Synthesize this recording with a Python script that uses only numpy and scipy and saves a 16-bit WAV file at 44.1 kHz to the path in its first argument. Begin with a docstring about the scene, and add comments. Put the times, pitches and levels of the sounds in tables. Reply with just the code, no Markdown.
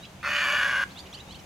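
"""Outdoors before a stereo pair of microphones: shaped noise gives a low distant rumble and hiss throughout.
Small birds twitter nearby from the start, in rising chirps of gliding sines with late-joining neighbour lines.
At 0.23 s a large wading bird in flight gives one harsh squawk, 0.6 s long: uneven strong-weak pulses and breath
ring a long windpipe whose resonances slide as the bill opens and settles, and echoes scatter back.
After the squawk the twitter goes on, busier, over the same air."""
import sys
import numpy as np
from scipy import signal
from scipy.fft import rfft, irfft
from scipy.io import wavfile
from scipy.ndimage import uniform_filter1d

SR = 44100
rng = np.random.default_rng(int(sys.argv[2]) if len(sys.argv) > 2 else 0)


def transcribe(u):
    """Save the signal u as a 16-bit wav file named by the first command-line argument.

    u: samples, shape (n,) or (channels, n), limited to [-1, 1]; the rate is SR.
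    q: integer samples, one column per channel.
    """
    v = np.clip(np.atleast_2d(u).T, -1, 1)
    q = np.round(v * 32767).astype(np.int16)
    wavfile.write(sys.argv[1], SR, q)


def volts(x):
    """Linear amplitude factor 10**(x/20) for a level x in dB, scalar or array-like."""
    e = np.asarray(x, float) / 20
    return 10 ** e


N = 63945  # length [samples]


def evened(x):
    """Scales to rms 1."""
    return x / np.sqrt(np.mean(x ** 2) + 1e-20)


def read(points, hz):
    """Reads a spectrum table on a log-frequency axis."""
    f, value = np.transpose(points)
    return np.interp(np.log(hz + 1), np.log(f + 1), value)


def add(mix, s, sound):
    """Mixes a sound in at s seconds."""
    part = mix[round(s * SR):][:len(sound)]
    part += sound[:len(part)]


def slow(n, span):
    """Smooth chance of rms 1, steady over about span samples."""
    span = max(int(span), 1)
    smooth = uniform_filter1d(rng.standard_normal(n), span)
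    return evened(uniform_filter1d(smooth, span))


def resonate(x, hz, width):
    """Shifts the curve hz down to zero, smooths, and shifts back: a resonance of gain 1."""
    turn = np.exp(2j * np.pi * np.cumsum(hz * np.ones(len(x))) / SR)
    r = np.exp(-np.pi * width / SR)
    smooth = signal.lfilter([1 - r], [1, -r], x / turn + 1e-18)
    return 2 * (turn * smooth).real


def colour(x, gain):
    """Multiplies the spectrum by gain(hz)."""
    return irfft(rfft(x) * gain(np.fft.rfftfreq(N, 1 / SR)), N)


def echoes(x, t60, gap):
    """Scattered returns from ground and trees after gap seconds, other ones at each microphone."""
    t = np.arange(SR // 2) / SR
    signs = rng.choice([-1., 1.], (2, len(t)))
    hits = rng.random((2, len(t))) < 1500 / SR  # 1500 returns per second on average
    taps = signs * hits * volts(-60 * t / t60) * (t > gap)
    taps = taps / np.linalg.norm(taps, axis=1)[:, None]
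    return signal.fftconvolve(x[None], taps, axes=1)[:, :N]


# Fuzzy steady tones, alike at both microphones, each resonated twice:
# (frequency [Hz], width of each resonance [Hz], level [dB])
STEADY_TONES = [(71.3, 34, -57), (186.5, 21, -56), (6130, 390, -75.5)]


def steady_tones():
    """Noise through the same narrow resonance twice gives each tone a fuzzy pitch."""
    total = 0
    for hz, width, db in STEADY_TONES:
        once = resonate(rng.standard_normal(N), hz, width)
        total = total + volts(db) * evened(resonate(once, hz, width))
    return total


# Spectrum of the distant rumble and hiss: (frequency [Hz], relative density [dB per Hz])
AIR_SPECTRUM = [(15, -23), (35, -20), (70, -1.5), (200, -5), (450, -11), (800, -9.5), (1300, -15.5),
                (2200, -16.5), (3000, -18), (4500, -22.5), (5500, -26), (6200, -22.5), (8000, -29),
                (11000, -32.5), (16000, -37.5)]
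# Likeness of the air at the two microphones: (frequency [Hz], left-right correlation [0 to 1])
AIR_LIKENESS = [(30, 0.51), (100, 0.85), (180, 0.98), (250, 0.96), (600, 0.65), (1650, 0.2), (5000, 0.2),
                (15000, 0.63)]
# Rise and fall of the rumble and hiss: (time [s], level [dB])
AIR_LEVEL = [(0, -45.5), (.06, -49), (.15, -48), (.5, -47), (.9, -46), (1.2, -47), (1.45, -47)]


def air():
    """Distant rumble and hiss: shaped noise with drifting patches, plus the fuzzy steady tones."""
    frames, hz = N // 256 + 5, np.fft.rfftfreq(1024, 1 / SR)
    a, b, c, d, patches = rng.standard_normal((frames, 513, 5)).T
    patches = uniform_filter1d(patches, size=12, axis=0)
    patches = evened(uniform_filter1d(patches, size=12, axis=1))
    same = np.clip(read(AIR_LIKENESS, hz), -1, 1)[:, None]
    left = a + 1j * b
    right = same * left + np.sqrt(1 - same ** 2) * (c + 1j * d)
    z = np.array([left, right]) * volts(read(AIR_SPECTRUM, hz)[:, None] + 1.2 * patches)
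    wash = evened(signal.istft(z, nperseg=1024, noverlap=768)[1][:, :N])
    level_db = np.interp(np.arange(N) / SR, *np.transpose(AIR_LEVEL))
    return wash * volts(level_db) + steady_tones()


# Lines beside a chirp's strong one: (place above or below it [count], level before the other shaping [dB])
SIDE_LINES = [(-1, -2), (1, -15), (2, -15), (3, -15), (4, -19), (6, -21)]
# What the beak passes of those lines: (frequency [Hz], gain [dB])
BEAK = [(1500, -30), (2300, -7), (2800, -2), (5300, 0), (6000, -6), (7000, -2), (14000, -8)]


def chirp(start, end, start_hz, top_hz, spacing_hz, bend, db, others_db):
    """A strong line glides along an S and swells toward its end; its neighbours join late, through the beak."""
    swell, droop = 1.8, .04  # lateness of the swell [exponent], fall of pitch at the very end [share]
    flutter_db, late_db = 3.5, -22  # rms flutter of each line [dB], softer start of the neighbours [dB]
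    u = np.arange(round((end - start) * SR)) / ((end - start) * SR)
    v = u ** bend
    glide = v * v * (3 - 2 * v)
    hz = (start_hz + (top_hz - start_hz) * glide) * (1 - droop * u ** 12)
    phase = 2 * np.pi * np.cumsum(hz) / SR
    out = volts(flutter_db * slow(len(u), 77)) * np.sin(phase)
    for k, line_db in SIDE_LINES:
        ratio = 1 + k * spacing_hz / top_hz
        level_db = line_db + others_db + late_db * (1 - u) ** 3 + read(BEAK, hz * ratio)
        level_db = level_db + flutter_db * slow(len(u), 99)
        audible = ratio * top_hz < SR / 3  # lines too high are left out
        out += volts(level_db) * np.sin(phase * ratio + k) * audible
    envelope = np.sin(np.pi * u ** swell) ** .6
    return start, np.sqrt(2) * envelope * volts(db) * out


# Chirps of the small birds nearby: (start [s], end [s], start pitch [Hz], goal pitch before the droop [Hz],
# line spacing at the goal [Hz], bend of the glide [exponent], strong line before swell and flutter [dB],
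# other lines' offset [dB])
CHIRPS = [(.006, 0.051, 3730, 4010, 1030, 1.54, -50.5, -1), (0.038, 0.061, 2470, 3490, 695, 1.1, -47, 4.5),
          (0.043, .076, 3430, 4130, 845, .8, -55, 0), (0.195, 0.225, 2090, 2605, 1280, 1.1, -53.5, -4),
          (.229, 0.245, 3200, 4000, 1270, 1.2, -52, -16), (0.881, 0.927, 2950, 4520, 868, 1, -53.5, 2),
          (.948, 1.013, 3335, 4940, 1207, 1.38, -44.5, 2),
          (1.048, 1.078, 2650, 3965, 984, 1.23, -50.5, 3.5), (1.099, 1.148, 7120, 5280, 3000, 1, -57, -24),
          (1.116, 1.161, 2795, 4750, 1515, .9, -43.5, 2), (1.161, 1.193, 2650, 3245, 1080, 1.12, -47.5, 3),
          (1.183, 1.217, 3000, 4004, 1010, 0.82, -46.5, 1), (1.274, 1.336, 3710, 4635, 1120, 1.8, -50, 4),
          (1.328, 1.367, 2900, 4560, 1330, 0.85, -47.5, 1.5), (1.381, 1.405, 3560, 4140, 1055, .9, -58, 7),
          (1.384, 1.406, 4600, 5900, 1500, 0.88, -54, -12)]


def twitter():
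    """Small birds nearby, a little to the right: softer and later at the left microphone, with short echoes."""
    pan_db, lag_s, echo_db = -3.5, .000008, -10
    mono = np.zeros(N)
    for row in CHIRPS:
        add(mono, *chirp(*row))
    left = colour(mono, lambda hz: volts(pan_db) * np.exp(-2j * np.pi * hz * lag_s))
    return np.array([left, mono]) + volts(echo_db) * echoes(mono, 0.15, .003)


# Mean rate of the squawk's pulses before jitter, strong and weak taking turns: (time [s], rate [pulses/s])
PULSE_RATE = [(.23, 276), (.35, 288), (.48, 270), (.56, 250), (.85, 256)]


def pulses_and_puffs(t, onset):
    """Strong and weak pulses take turns at a jittering rate; each lets through a fading puff of breath."""
    jitter, weak_db, uneven_db = .165, -4, 3  # rms of log rate, weak against strong [dB], chance spread [+-dB]
    rate = np.interp(t, *np.transpose(PULSE_RATE)) * np.exp(jitter * slow(N, 60)) * (t >= onset)
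    turns = np.cumsum(rate) / SR + 1 - 1e-3  # the first pulse falls at the onset
    whole = turns.astype(int)
    size = volts(uneven_db * rng.uniform(-1, 1, N)[whole] + weak_db * (whole % 2))
    pulses = evened(-size * (np.diff(whole, prepend=0) > 0) * (t > 0))
    gate = .7 + np.exp(-(turns % 1) / .3)
    puffs = evened(np.sqrt(size) * gate * rng.standard_normal(N))
    pulses = signal.lfilter(*signal.butter(2, 6500, fs=SR), pulses)  # slightly rounds each pulse
    return pulses, puffs


# Breath against pulses in the squawk: (frequency [Hz], share of breath [0 to 1])
BREATH = [(500, .3), (3000, .33), (5000, .6), (8000, .85), (16000, .9)]
# Windpipe resonances before their wander: (opening [Hz], wide [Hz], settled [Hz], width [Hz],
# relative gain opening [dB], wide [dB], settled [dB])
PIPE = [(540, 600, 500, 48, -18.5, -21.5, -27.5), (1090, 1216, 1120, 107, -7, -6, -10.5),
        (1410, 1450, 1488, 67.6, -0.5, -10.5, -2), (1830, 1863, 1601, 67.7, -3, 0, 1.5),
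        (2115, 1510, 2066, 75, -12.5, -10.5, -15), (2590, 2400, 2165, 60, -6.5, 0.5, -10),
        (3000, 2970, 2879, 86, -26, -2.5, -12.5), (3300, 3520, 3300, 230, -22.5, -16, -20.5),
        (3760, 3750, 3980, 67, -16, -42, -29.5), (4360, 4390, 4200, 105, -14, -19, -30),
        (4760, 4780, 4800, 140, -41, -21, -29.5), (5290, 3900, 5250, 133, -44, -22, -28),
        (6350, 6200, 6200, 118, -27, -25, -29), (6750, 6650, 6680, 105, -36, -20, -30),
        (9240, 13000, 9370, 184, -32, -38.5, -37), (10500, 10100, 10700, 350, -48, -42, -56),
        (13300, 20000, 16000, 330, -42, -31, -44), (14100, 13000, 10000, 300, -46, -44, -39)]


def windpipe(pulses, puffs, pose):
    """Resonances of the long windpipe slide with the bill's posture and wander slightly; level kept even."""
    wander, wander_db = .004, .7  # rms of frequency [share] and of gain [dB]
    pipe = np.zeros(N)
    for k, (opening, wide, settled, width, *dbs) in enumerate(PIPE):
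        hz = np.interp(pose, [0, 1, 2], [opening, wide, settled]) * (1 + wander * slow(N, 600))
        drive = pulses + read(BREATH, wide) * (puffs - pulses)
        gain_db = np.interp(pose, [0, 1, 2], dbs) + wander_db * slow(N, 1000)
        pipe += (-1) ** k * volts(gain_db) * resonate(drive, hz, width)
    return pipe / np.sqrt(uniform_filter1d(pipe ** 2, size=1200) + 1e-12)


# Spectrum of the rasp beside the resonances: (frequency [Hz], relative gain [dB])
RASP = [(500, -30), (800, -19.5), (1100, -6.5), (1600, 4), (2400, 5.5), (3100, -9.5), (4000, -15),
        (5500, -12), (7000, -36), (8200, -35), (10000, -68), (12000, -37), (14000, -27), (16000, -31)]


def rasp(pulses, puffs, pose):
    """Pulses and breath by a fixed spectrum, not the sliding one; strongest with the bill wide."""
    wide_db, settled_db, opening_db = -4.5, -12, -2.8  # level when wide, changes when settled and opening
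    pulse_part = colour(pulses, lambda hz: volts(read(RASP, hz)) * (1 - read(BREATH, hz)))
    breath_part = colour(puffs, lambda hz: volts(read(RASP, hz)) * read(BREATH, hz))
    level_db = wide_db + settled_db * np.maximum(pose - 1, 0) + opening_db * np.maximum(1 - pose, 0)
    return evened(pulse_part + breath_part) * volts(level_db)


# Lowest windpipe tone before its waver, nearly clean: (time [s], frequency [Hz], level [dB])
LOW_TONE = [(0.25, 535.1, -52), (0.29, 584, -46), (0.346, 595.2, -42.5), (0.442, 555.8, -51),
            (0.502, 589, -41), (0.554, 604, -41), (0.568, 573, -50), (0.67, 567, -45.5),
            (0.748, 639.7, -57), (0.776, 564, -50.5), (0.814, 551, -46.5), (0.84, 594, -68)]


def low_tone(t):
    """The lowest windpipe tone: one sine whose pitch and level waver."""
    s, low_hz, low_db = np.transpose(LOW_TONE)
    hz = np.interp(t, s, low_hz) * (1 + .01 * slow(N, 140))
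    sine = np.sin(2 * np.pi * np.cumsum(hz) / SR)
    return np.sqrt(2) * sine * volts(np.interp(t, s, low_db, -200, -200) + 2.24 * slow(N, 160))


# Effort and bill of the wading bird: (time [s], windpipe level [dB],
# posture [0 opening, 1 wide, 2 settled, held at 2 above that])
SQUAWK = [(0.2293, -70, 0), (0.229, -37.5, 0.1), (0.257, -28, 0.03), (.29, -29, 0.65), (0.358, -26, 0.94),
          (0.459, -25, 1.51), (.55, -24.5, 1.5), (.64, -23.5, 1.78), (.72, -26, 1.89), (0.758, -24.5, 1.97),
          (0.837, -25.5, 2.31), (.846, -39, 2.3), (0.851, -71, 2.7)]
# Phase of the direct squawk between microphones: (frequency [Hz], left lead [rad])
SQUAWK_PHASE = [(0, 0.054), (1550, -0.14), (2500, -0.47), (3360, -0.6), (4050, 0.18), (6460, -0.04),
                (6800, -0.2), (8100, 0.0), (15200, -0.0)]
# Balance of the direct squawk between microphones: (frequency [Hz], left minus right [dB])
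SQUAWK_PAN = [(60, -2), (110, 0.0), (200, 0.0), (380, -1), (700, 1), (1290, 0.5), (2380, 0.0), (4400, -3),
              (8120, 0.5), (15000, -3.5)]


def squawk():
    """The wading bird's voice straight to both microphones, with quick ground returns and longer echoes."""
    echo_db, echo_t60_s, echo_gap_s = -17, 0.28, .004
    near_db, near_t60_s, near_gap_s = -8.5, 0.028, 0.00073  # first returns from the ground
    t = np.arange(N) / SR
    s, effort_db, posture = np.transpose(SQUAWK)
    pose = np.clip(np.interp(t, s, posture), 0, 2)
    pulses, puffs = pulses_and_puffs(t, s[1])
    voice = windpipe(pulses, puffs, pose) + rasp(pulses, puffs, pose)
    voice = voice * volts(np.interp(t, s, effort_db, -200, -200)) + low_tone(t)

    def half(hz):
        """Half the left-right difference, given to the left and taken from the right."""
        return volts(read(SQUAWK_PAN, hz) / 2) * np.exp(.5j * read(SQUAWK_PHASE, hz))

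    direct = np.array([colour(voice, half), colour(voice, lambda hz: 1 / half(hz))])
    # the ground returns hold mostly 2300 to 9000 Hz
    bright = colour(voice, lambda hz: 1 / (1 + (2300 / (hz + 1)) ** 4) / (1 + (hz / 9000) ** 4))
    far = volts(echo_db) * echoes(voice, echo_t60_s, echo_gap_s)
    near = volts(near_db) * echoes(bright, near_t60_s, near_gap_s)
    return direct + far + near


def scene():
    """Squawk, twitter and air together at the two microphones."""
    return squawk() + twitter() + air()


def band_limit(x):
    """A steep low-pass at the top of the band."""
    return signal.sosfilt(signal.butter(12, 15640, fs=SR, output="sos"), x)


def record(dry):
    """Takes the finished stereo mix of the scene to its final sound."""
    return band_limit(dry)


dry = scene()
out = record(dry)
transcribe(out)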